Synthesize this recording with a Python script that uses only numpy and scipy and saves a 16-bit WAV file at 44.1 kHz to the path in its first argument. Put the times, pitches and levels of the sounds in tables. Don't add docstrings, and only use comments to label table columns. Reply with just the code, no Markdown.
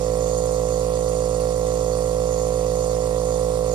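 import sys
import numpy as np
from scipy import signal
from scipy.io import wavfile
from scipy.ndimage import uniform_filter1d

SR = 44100
rng = np.random.default_rng(int(sys.argv[2]) if len(sys.argv) > 2 else 0)


def persist_wave(psi):
    counts = np.round(np.clip(psi, -1, 1) * 32767).astype(np.int16)
    wavfile.write(sys.argv[1], SR, np.atleast_2d(counts).T)


N = 164934


def amp(db):
    return 10 ** (np.asarray(db) / 20)


def unit_rms(x):
    return x / np.sqrt(np.mean(x ** 2) + 1e-20)


def look_up(table, hz, column=1):
    rows = np.array(table, float)
    return np.interp(np.log(hz + 1), np.log(rows[:, 0] + 1), rows[:, column])


def ringing_phase(db):
    mirrored = np.log(amp(np.concatenate([db, db[-2:0:-1]])))
    return -signal.hilbert(mirrored).imag[:len(db)]


SHAFT_HZ, MAINS_HZ = 56.1486, 120.404

def shaft_turns(t, wander_turns=.0013):
    wander = sum(np.sin(2 * np.pi * (hz * t + rng.random())) / np.sqrt(hz)
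                 for hz in np.geomspace(.3, 3, 12))
    return SHAFT_HZ * t - .032 + wander_turns * unit_rms(wander)


# multiple, level_db, below_db, above_db
MOTOR_TONES = [(1, -30.5, -67, -68), (2, -43, -66, -70), (3, -34, -68, -49), (4, -45, -74, -64),
               (5, -39, -71, -58), (6, -44, -59, -65), (7, -39, -62, -72), (8, -30, -58, -50),
               (9, -20.6, -41, -39.5), (10, -33, -50.5, -50.5), (11, -35, -55, -58), (12, -47, -51, -66),
               (13, -39, -50.5, -54), (14, -53.5, -52.5, -64), (15, -51, -61, -68), (17, -51.5, -59.5, -57),
               (18, -47, -59, -54), (19, -51, -60, -54), (20, -47, -60, -55.5), (21, -53, -67, -61),
               (22, -59, -69, -66), (23, -61.5, -73, -67), (24, -53.5, -67, -64), (34, -61, -66, -73),
               (35, -64, -73, -66)]
# pitch_hz, gain_db, lag_radians
MOTOR_AT_LEFT = [(112, -3, 0), (170, -8, .1), (230, -11, .2), (450, -11, .5), (505, -12, 1.0),
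                 (620, -12.5, 1.2), (730, -9, .5), (790, -7, .9), (950, -4, 1.1), (1300, -3, 1.3),
                 (1950, -8, 2.3)]

def blows(turn, mains, lowest, highest, at_turn, gap_turns, second_gain, rings=False):
    tones = np.array([row for row in MOTOR_TONES if lowest <= row[0] <= highest])
    multiples = np.arange(64)
    steps_outside = np.maximum(lowest - multiples, 0) + np.maximum(multiples - highest, 0)
    outline_db = np.interp(multiples, tones[:, 0], tones[:, 1]) - 3 * steps_outside
    second_blow = second_gain * np.exp(-2j * np.pi * multiples * gap_turns)
    phase = rings * ringing_phase(outline_db) + np.angle(1 + second_blow)
    spin = np.exp(2j * np.pi * (turn - at_turn))
    beat = np.exp(2j * np.pi * (mains - 2 * turn + .1))
    lopsided_beat = beat - amp(-10.5) * beat ** 2
    out = np.zeros((2, N))
    for multiple, level_db, below_db, above_db in tones:
        n, hz = int(multiple), multiple * SHAFT_HZ
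        sign = 1 if n in (3, 12, 19) else -1
        waver = amp(level_db) + amp(below_db) * beat.conj() + sign * amp(above_db) * lopsided_beat
        right = np.sqrt(2) * np.exp(1j * phase[n]) * spin ** n * waver
        lag = look_up(MOTOR_AT_LEFT, hz, column=2)
        left = amp(look_up(MOTOR_AT_LEFT, hz)) * np.exp(-1j * lag) * right
        out += [left.real, right.real]
    return out


def motor(turn, mains, uneven_db=.18):
    thump = blows(turn, mains, 1, 6, at_turn=.215, gap_turns=.876, second_gain=1.1, rings=True)
    knock = blows(turn, mains, 7, 14, at_turn=.67, gap_turns=.22, second_gain=.85)
    rattle = blows(turn, mains, 15, 35, at_turn=.303, gap_turns=.284, second_gain=1.2)
    drift = uniform_filter1d(uniform_filter1d(rng.standard_normal(N), 2500), 2500)
    return (thump + knock + rattle) * amp(uneven_db * unit_rms(drift))


def mains_hum(mains, level_db=-34.5):
    return np.sqrt(2) * amp(level_db) * np.cos(2 * np.pi * mains) * amp([[-6], [0]])


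# pitch_hz, likeness
MIC_LIKENESS = [(30, .58), (300, 1), (1900, .65), (2400, .25), (3600, .12), (4600, .65), (5900, .2),
                (6550, .75), (7400, .15), (12700, .25), (13600, .05)]

def stereo_noise(table, size, boost_db=None, patchy_db=0, flicker_db=0, extra_top_hz=0, left_lag_s=.00023):
    hop = size // 4
    frames, hz = N // hop + 5, np.fft.rfftfreq(size, 1 / SR)
    a, b, c, d, patches = rng.standard_normal((frames, len(hz), 5)).T
    patches = unit_rms(uniform_filter1d(uniform_filter1d(patches, 14, axis=0), 9, axis=1))
    flicker = unit_rms(uniform_filter1d(rng.standard_normal(frames), 5))
    right, unrelated = a + 1j * b, c + 1j * d
    hz = hz[:, None]
    alike = look_up(MIC_LIKENESS, hz)
    left = alike * right * np.exp(-2j * np.pi * hz * left_lag_s) + np.sqrt(1 - alike ** 2) * unrelated
    in_band = (hz >= table[0][0]) & (hz <= table[-1][0] + extra_top_hz)
    change_db = patchy_db * patches + flicker_db * flicker
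    if boost_db:
        change_db += boost_db(hz, np.arange(frames) * hop / SR)
    spectra = np.array([left * amp(look_up(table, hz)), right * amp(look_up(table, hz, column=2))])
    spectra *= in_band * amp(change_db)
    return signal.istft(spectra, SR, nperseg=size, noverlap=size - hop, scaling="psd")[1][:, :N]


# pitch_hz, left_db_per_hz, right_db_per_hz
RUSH_COLOR = [(30, -75.8, -76.1), (85, -74.8, -72.6), (200, -80.4, -73.1), (310, -82.9, -73.4),
              (420, -77.6, -68.9), (505, -71.1, -63.1), (590, -77.2, -66.8), (700, -78.6, -67.0),
              (815, -78.4, -70.3), (930, -76.5, -72), (1100, -74.6, -70.3), (1260, -78.5, -77.5),
              (1450, -81.6, -81.9), (1650, -85.4, -84.3)]

def rough_rush(pulse, gain_db=-.5):
    return amp(gain_db) * stereo_noise(RUSH_COLOR, size=2048) * (1 + .35 * pulse)


# pitch_hz, left_db_per_hz, right_db_per_hz
HISS_COLOR = [(1490, -84, -88), (1700, -85.5, -84), (1910, -81.5, -74.5), (2300, -90, -82.5),
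              (2600, -86, -79.5), (3100, -94, -84), (3500, -94, -76.5), (4130, -94, -79),
              (4570, -79, -70.5), (4900, -84.5, -80), (5420, -82.5, -71), (6100, -84, -75.5),
              (6550, -73, -67.5), (6850, -80, -67), (7550, -85.5, -76), (8300, -88, -73.5),
              (9200, -88, -75.5), (9800, -88.5, -78), (10500, -81.5, -80), (11420, -91, -91.5),
              (11750, -85.5, -84.5), (13400, -94, -93.5), (14800, -102, -91)]

def jet_hiss(pulse, gain_db=-1.5):
    hiss = stereo_noise(HISS_COLOR, size=512, boost_db=jet_whistle_db,
                        patchy_db=1.5, flicker_db=.07, extra_top_hz=600)
    return amp(gain_db) * hiss * (1 + .07 * pulse)


# time_s, level_db
WHISTLE_SWELLS = [(0.0, -56), (0.02, -46), (0.18, -52), (0.28, -41.5), (0.68, -49.5), (0.75, -44),
                  (0.92, -54.5), (0.96, -46), (1.63, -50.5), (1.7, -45), (2.24, -51), (2.28, -45),
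                  (2.73, -49.5), (2.77, -44.5), (3.13, -52.5), (3.31, -46), (3.63, -54.5), (3.74, -43.5)]
# middle_s, boost_db
WHISTLE_FLARES = [(.3, 4), (1.22, 0), (1.48, 7), (1.93, 6.5), (2.8, 4.5)]

def jet_whistle_db(hz, t):
    time_s, level_db = np.transpose(WHISTLE_SWELLS)
    swell_db = np.interp(t, time_s, level_db) - level_db.mean()
    flare_db = sum(db * np.exp(-((t - middle_s) / .016) ** 2) for middle_s, db in WHISTLE_FLARES)
    high_band = np.exp(-((hz - 6730) / 770) ** 2)
    low_band = np.exp(-((hz - 4500) / 400) ** 2)
    return swell_db * high_band + (.24 * swell_db + flare_db) * low_band


# start_s, level_db
BIG_DROPS = [(0.1575, -36), (0.3735, -34), (0.391, -33), (0.4564, -33), (0.5147, -32.5), (0.6823, -36),
             (1.0856, -32.5), (1.2476, -34), (1.284, -36), (1.3418, -40), (1.3663, -32.5), (1.4037, -35),
             (1.5733, -35), (1.9699, -33), (2.7504, -37), (2.8655, -33), (3.045, -35), (3.0644, -33),
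             (3.2859, -35), (3.4855, -37), (3.5463, -38), (3.5788, -38)]

def sputters(small_count=100, small_db=-40, gain_db=-3, left_db=-18.5,
             width_hz=1500, rise_s=.002, fall_s=.013):
    length = 4000
    out, t = np.zeros(N + length), np.arange(length) / SR
    drops = [(start_s, small_db) for start_s in rng.random(small_count) * N / SR] + list(BIG_DROPS)
    pitches_hz = 8750 + rng.uniform(-500, 500, len(drops))
    pole = np.exp(-np.pi * width_hz / SR)
    puffs = signal.lfilter([1], [1, -2 * pole, pole ** 2], rng.standard_normal((len(drops), 2, length)))
    shape = (1 - np.exp(-t / rise_s)) * np.exp(-(t / fall_s) ** 2)
    glide = 1 + .025 * (1 - t / fall_s).clip(-1.5)
    for (start_s, level_db), hz, (real, imag) in zip(drops, pitches_hz, puffs):
        tone = np.exp(2j * np.pi * np.cumsum(hz * glide) / SR)
        spit = unit_rms(((real + 1j * imag) * tone).real)
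        start = round(start_s * SR)
        out[start:start + length] += amp(level_db + gain_db) * shape / shape.max() * spit
    return out[:N] * amp([[left_db], [0]])


def scene():
    t = np.arange(N) / SR
    turn = shaft_turns(t)
    mains = MAINS_HZ * t - .395
    pulse = np.cos(2 * np.pi * (turn - .62))
    return motor(turn, mains) + mains_hum(mains) + rough_rush(pulse) + jet_hiss(pulse) + sputters()


def record(dry, cutoff_hz=15130):
    low_pass = signal.firwin(2047, cutoff_hz, window=("kaiser", 10), fs=SR)
    return signal.oaconvolve(dry, low_pass[None], "same")


dry = scene()
out = record(dry)
persist_wave(out)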